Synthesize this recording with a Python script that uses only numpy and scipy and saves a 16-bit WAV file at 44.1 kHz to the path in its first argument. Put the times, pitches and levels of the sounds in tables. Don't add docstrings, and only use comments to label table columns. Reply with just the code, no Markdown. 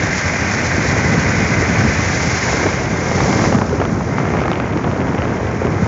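import sys
import numpy as np
from scipy import signal
from scipy.fft import rfft, irfft, next_fast_len
from scipy.io import wavfile
from scipy.ndimage import uniform_filter1d

SR = 44100
rng = np.random.default_rng(int(sys.argv[2]) if len(sys.argv) > 2 else 0)


def generate_wav(signal):
    frames = np.transpose(np.atleast_2d(signal))
    scaled = np.clip(frames, -1, 1) * 32767
    pcm = np.round(scaled).astype(np.int16)
    wavfile.write(sys.argv[1], SR, pcm)


N = 258867
TIME = np.arange(N) / SR


def from_db(db):
    return 10 ** (np.asarray(db) / 20)


def rms_one(x):
    return x / np.sqrt(np.mean(x ** 2) + 1e-20)


def levelled(x, size=4000):
    return x / np.sqrt(uniform_filter1d(x ** 2, size=size) + 1e-12)


def in_time(rows):
    times, *columns = np.transpose(rows)
    return [np.interp(TIME, times, column) for column in columns]


def bumps(rows, half_s):
    return sum(db * np.exp(-((TIME - s) / half_s) ** 2) for s, db in rows)


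def swells(times, levels_db, rise_s):
    out = np.zeros(N)
    for s, db in np.broadcast(times, levels_db):
        age = np.clip((TIME - s) / rise_s, 0, 20)
        out += from_db(db) * age * np.exp(1 - age)
    return out


def drift(hz):
    r = np.exp(-16 * np.pi * hz / SR)
    slow = signal.lfilter([1], [1, -2 * r, r * r], rng.standard_normal(N // 8 + 4002))[4000:]
    return np.interp(np.arange(N) / 8, np.arange(len(slow)), rms_one(slow))


def coloured(x, tone):
    size = next_fast_len(N)
    hz, db = np.transpose(tone)
    octave, points = np.log2(np.maximum(np.fft.rfftfreq(size, 1 / SR), 1)), np.log2(hz)
    beyond = np.abs(octave - np.clip(octave, points[0], points[-1]))
    gain = from_db(np.interp(octave, points, db) - 18 * beyond)
    return rms_one(irfft(rfft(x, size) * gain, size)[:N])


def noise(tone):
    return coloured(rng.standard_normal(N), tone)


def impacts(per_s, spread_db):
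    sizes = from_db(spread_db * np.minimum(rng.exponential(1, N), 4)) * rng.choice([-1, 1], N)
    return sizes * (rng.random(N) < per_s / SR)


def jumps(times, levels_db, tone):
    clicks = np.zeros(N)
    clicks[(times * SR).astype(int)] = from_db(levels_db)
    pulses = coloured(clicks, tone)
    return pulses * clicks.max() / np.abs(pulses).max()


def resonator(hz, width_hz):
    r = np.exp(-np.pi * width_hz / SR)
    return np.array([1, 0, -1]) * (1 - r * r) / 2, [1, -2 * r * np.cos(2 * np.pi * hz / SR), r * r]


def resonate(x, hz, width_hz, passes):
    for _ in range(passes):
        x = signal.lfilter(*resonator(hz, width_hz), x)
    return x


def gliding(x, hz, width_hz, size=512):
    out, state = np.zeros(N), np.zeros(2)
    for i in range(0, N, size):
        out[i:i + size], state = signal.lfilter(*resonator(hz[i], width_hz), x[i:i + size], zi=state)
    return out


# (pitch [Hz], width [Hz], level [dB])
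RESONANCE_PITCHES = [(1555, 59, -6), (1863, 28, -15.5), (2051, 42, -6), (2104, 36, -6.5), (2257, 30, -10),
                     (2473, 22, -8.5)]
# (time [s], change [share of pitch])
RESONANCE_SLIDE = [(0, 0.0078), (1.0, -0.0098), (1.9, -0.006), (2.6, 0.022), (3.8, 0.009), (4.8, -0.0011),
                   (5.87, -.0077)]
# (time [s], boost [dB])
RESONANCE_BOOST = [(0, 4), (.7, 3), (1.3, 10.5), (1.8, 3.5), (2.2, 2), (2.9, 8), (3.6, 6), (5.87, 3)]


def rush_resonances(rush):
    slide, = in_time(RESONANCE_SLIDE)
    boost_db, = in_time(RESONANCE_BOOST)
    bands = sum(from_db(db) * gliding(rush, hz * (1 + slide + 0.0059 * drift(hz=0.93)), width_hz)
                for hz, width_hz, db in RESONANCE_PITCHES)
    return from_db(boost_db) * bands


# (time [s], relative rush level [dB], relative mist level [dB])
SPRAY_LEVELS = [(0, -23.5, -31.5), (1.3, -23, -31), (1.8, -23, -31.5), (2.16, -24, -28.5),
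                (2.52, -24, -27.5), (2.66, -25.5, -31), (2.9, -30, -36), (3.24, -27.5, -30),
                (3.48, -28, -30), (3.6, -40.5, -38.5), (3.8, -36, -41), (4.03, -39, -42),
                (4.14, -32, -41.5), (4.4, -32.5, -42.5), (4.64, -36, -46.5), (4.9, -37.5, -45),
                (5.76, -34.5, -44), (5.87, -33, -40)]
# (time [s], boost [dB])
MIST_SPURTS = [(.182, 5.5), (.275, 1.5), (.535, 3.5), (.657, 3.5), (.884, 4)]
# (frequency [Hz], level [dB])
RUSH_TONE = [(250, -14), (600, -3.5), (1000, -7.5), (1350, -6.5), (1800, -2.5), (2250, -4), (2450, -7.5),
             (2550, -12), (3100, -21), (4000, -26.5), (6000, -31.5)]
MIST_TONE = [(1500, -14), (3000, -7), (3800, -5.5), (4800, -2), (5300, 1.5), (6100, 2), (6900, 0),
             (7300, -9), (7700, -24.5)]


def spray():
    rush_db, mist_db = in_time(SPRAY_LEVELS)
    mist_db += bumps(MIST_SPURTS, half_s=0.021)
    surge = drift(hz=35)
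    big_drops = impacts(per_s=14000 * from_db(1.3 * surge), spread_db=2)
    rush = coloured(big_drops, RUSH_TONE)
    rush = levelled(rush + rush_resonances(rush), size=5000)
    fine_drops = impacts(per_s=12000 * from_db(surge + 2 * drift(hz=70)), spread_db=1)
    mist = levelled(coloured(fine_drops, MIST_TONE), size=5000)
    return from_db(rush_db + 3) * rush + from_db(mist_db + 0.92) * mist


# (frequency [Hz], level [dB])
ROAD_TONE = [(30, -31.5), (60, 0), (110, 0), (250, -9.5), (600, -10), (1500, -16)]


def road():
    return from_db(-28) * levelled(noise(ROAD_TONE))


# (time [s], strength [dB])
AIR_STRENGTH = [(0, -3.5), (.22, -6), (.7, -3), (1.1, 1), (1.3, 0.5), (1.86, 1.3), (2.05, -4), (2.42, -0.5),
                (2.64, 0.5), (2.8, -2), (3.0, -2.5), (3.2, 2.5), (3.52, 3.5), (3.68, 0.5), (4.08, -1.5),
                (4.36, 2), (4.6, -1), (5.22, 0.5), (5.45, -2), (5.87, 0)]
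# (time [s], dip [dB])
AIR_LULLS = [(.205, 8), (.69, 3), (1.215, 3.5), (1.48, 6.5), (1.655, 6), (1.735, 1.5), (1.945, 5.5),
             (2.095, -1.5), (2.4, 14), (2.715, 2), (2.765, 3.5), (3.085, -0.5), (3.67, 4.5), (3.775, 1),
             (4.04, 5), (4.545, 3.5), (4.685, 4), (4.82, 4), (4.945, 2.5), (5.165, 3), (5.375, 2),
             (5.585, 5)]
# (time [s], raggedness [0 smooth to 1 ragged])
AIR_RAGGEDNESS = [(0, 0.066), (2.2, 0.088), (2.6, 0.97), (3.3, 0.99), (4.0, 0.19), (4.5, 0.95), (5.2, 0.8),
                  (5.4, 1), (5.87, 0.21)]
# (frequency [Hz], level [dB])
RUMBLE_TONE = [(20, -34.5), (35, -22), (50, -10), (65, -5.5), (88, 3), (130, 0), (200, -2.5), (300, -8.5),
               (500, -17), (1000, -42.5)]
FLUTTER_TONE = [(100, 7), (220, 5), (420, 3.5), (700, -1.5), (1100, -5), (1600, -10), (2200, -20.5),
                (2650, -35), (3400, -53.5), (5000, -44.5)]


def wind():
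    dips = [(s - 0.0087, 5.5 * from_db(db)) for s, db, _ in CRACK_HITS]
    air_db = in_time(AIR_STRENGTH)[0] - bumps(AIR_LULLS, half_s=0.02) - bumps(dips, half_s=0.0027)
    ragged, = in_time(AIR_RAGGEDNESS)
    shift_db = 3.25 * ragged
    eddies = drift(hz=100)
    rumble = levelled(noise(RUMBLE_TONE) * from_db(0.37 * eddies), size=2000)
    rumble *= from_db(-17 + air_db - shift_db)
    capped_eddies = 1.1 * np.tanh(eddies / 1.1)
    clumps = levelled(from_db((2 + 1.1 * ragged) * capped_eddies), size=5000)
    flutter = levelled(noise(FLUTTER_TONE) * clumps, size=1700)
    flutter *= from_db(-22.5 + 0.91 * air_db + shift_db)
    tears = impacts(per_s=210 * (ragged * clumps) ** 2, spread_db=3)
    crackle = from_db(-11.5) * resonate(tears, hz=2400, width_hz=1900, passes=3)
    return rumble + flutter + crackle


# (time [s], level [dB], pitch [Hz])
GUST_HITS = [(.031, -17, 200), (.255, -15, 110), (.415, -17.5, 147), (0.596, -17.5, 163),
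             (0.776, -12.5, 250), (0.919, -14.5, 129), (.96, -18, 330), (1.037, -18, 116), (1.1, -18, 130),
             (1.14, -17, 320), (1.174, -9.5, 157), (1.393, -14.5, 140), (1.53, -15.5, 200),
             (1.58, -18.5, 131), (1.621, -15.5, 378), (1.79, -16, 160), (1.846, -12, 210),
             (1.878, -13.5, 100), (1.985, -13.5, 156), (2.271, -16, 213), (2.63, -20, 620),
             (2.656, -9, 288), (2.93, -17.5, 200), (3.175, -20, 646), (3.291, -12, 222),
             (3.413, -12.5, 220), (3.519, -17.5, 600), (3.544, -6.5, 152), (3.725, -15.5, 420),
             (3.797, -13.5, 330), (3.919, -12.5, 170), (4.345, -18, 500), (4.425, -20, 280),
             (4.756, -12, 215), (4.868, -14, 213), (4.995, -16, 216), (5.133, -17, 200), (5.228, -18, 230),
             (5.612, -16, 326), (5.648, -13.5, 295), (5.676, -17, 240), (5.822, -9, 121)]


def thuds():
    hiss, out = rng.standard_normal(N), np.zeros(N)
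    for s, db, hz in GUST_HITS:
        body = resonate(hiss, hz, width_hz=0.84 * hz, passes=2)
        out += levelled(body, size=600) * swells(s, [db], rise_s=0.0056)
    return out


# (time [s], relative body level [dB], relative edge level [dB])
CRACK_HITS = [(2.530, -1.5, -26), (2.665, -3, -21), (3.114, 1, -30), (3.204, 3, -27), (3.207, -8, -16),
              (3.295, -2.5, -20), (3.328, 3, -9.5), (3.392, -2.5, -22), (3.440, 4, -12), (3.452, -4, -18),
              (3.525, -1.5, -17), (3.547, -1, -17), (3.586, -1.5, -21), (3.614, -3.5, -16),
              (3.618, 0.5, -19), (3.801, 0, -20), (3.815, 3, -21), (3.822, -2, -23), (3.838, -5.5, -25),
              (3.852, -5, -15.5), (4.008, -3.5, -26), (4.183, 0, -20), (4.200, -5, -20), (4.253, -3, -23),
              (4.303, -4, -26), (4.337, -4, -19), (4.37, -1.5, -15), (4.403, -10, -19), (4.416, -7, -22),
              (4.436, -3.5, -20), (4.456, -3.5, -21), (4.480, 1.5, -20), (4.5154, -2.5, -6.5),
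              (4.532, -13, -14), (4.556, -9.5, -13), (4.574, -16, -18), (4.5999, -0.5, -13),
              (4.734, -14, -21), (4.773, -3.5, -13.5), (4.843, -5, -19), (4.875, -9, -25),
              (4.9134, -5.5, -18.5), (5.004, -4.5, -18), (5.015, -6.5, -23), (5.0705, -14, -22),
              (5.147, -2.5, -22), (5.181, -9, -20), (5.1867, -8, -17), (5.220, -8, -13), (5.227, -10, -21),
              (5.237, -11, -23), (5.293, -5, -27), (5.31, -6.5, -25), (5.647, -3.5, -28),
              (5.6685, -6.5, -17), (5.861, -6, -23)]
# (frequency [Hz], level [dB])
BODY_TONE = [(100, -13), (300, -3), (700, 3.5), (1300, -1), (2200, -11.5), (2700, -18.5), (4500, -42)]
EDGE_TONE = [(1200, -8.5), (2200, 12), (3100, 10), (4000, -1.5), (5500, -8), (7000, -20)]


def cracks():
    body_rise_s, edge_rise_s, wake_db = 0.001133, 0.00069, -12.5
    times, body_db, edge_db = np.transpose(CRACK_HITS)
    body_slaps = jumps(times + body_rise_s, body_db - 10, BODY_TONE)
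    edge_slaps = jumps(times + edge_rise_s, edge_db - 3, EDGE_TONE)
    body_wakes = levelled(noise(BODY_TONE), size=110) * swells(times, body_db + wake_db, body_rise_s)
    edge_wakes = levelled(noise(EDGE_TONE), size=60) * swells(times, edge_db + wake_db, edge_rise_s)
    return body_wakes + edge_wakes - body_slaps - edge_slaps


def scene():
    return (spray() + wind() + thuds() + cracks() + road())[None, :]


def record(dry):
    thinned = signal.sosfilt(signal.butter(4, 45, "high", fs=SR, output="sos"), dry)
    flattened = np.clip(thinned, -0.69, 0.69)
    dulled = signal.sosfilt(signal.ellip(8, .2, 45, 7600, fs=SR, output="sos"), flattened)
    flipped = dulled * np.cos(2 * np.pi * 16000 * TIME)
    mirror_image = signal.sosfilt(signal.butter(5, (8200, 8750), "band", fs=SR, output="sos"), flipped)
    clipped = np.clip(dulled + from_db(-12) * mirror_image, -0.705, 0.705)
    return signal.sosfilt(signal.ellip(8, .2, 60, 15800, fs=SR, output="sos"), clipped)


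dry = scene()
out = record(dry)
generate_wav(out)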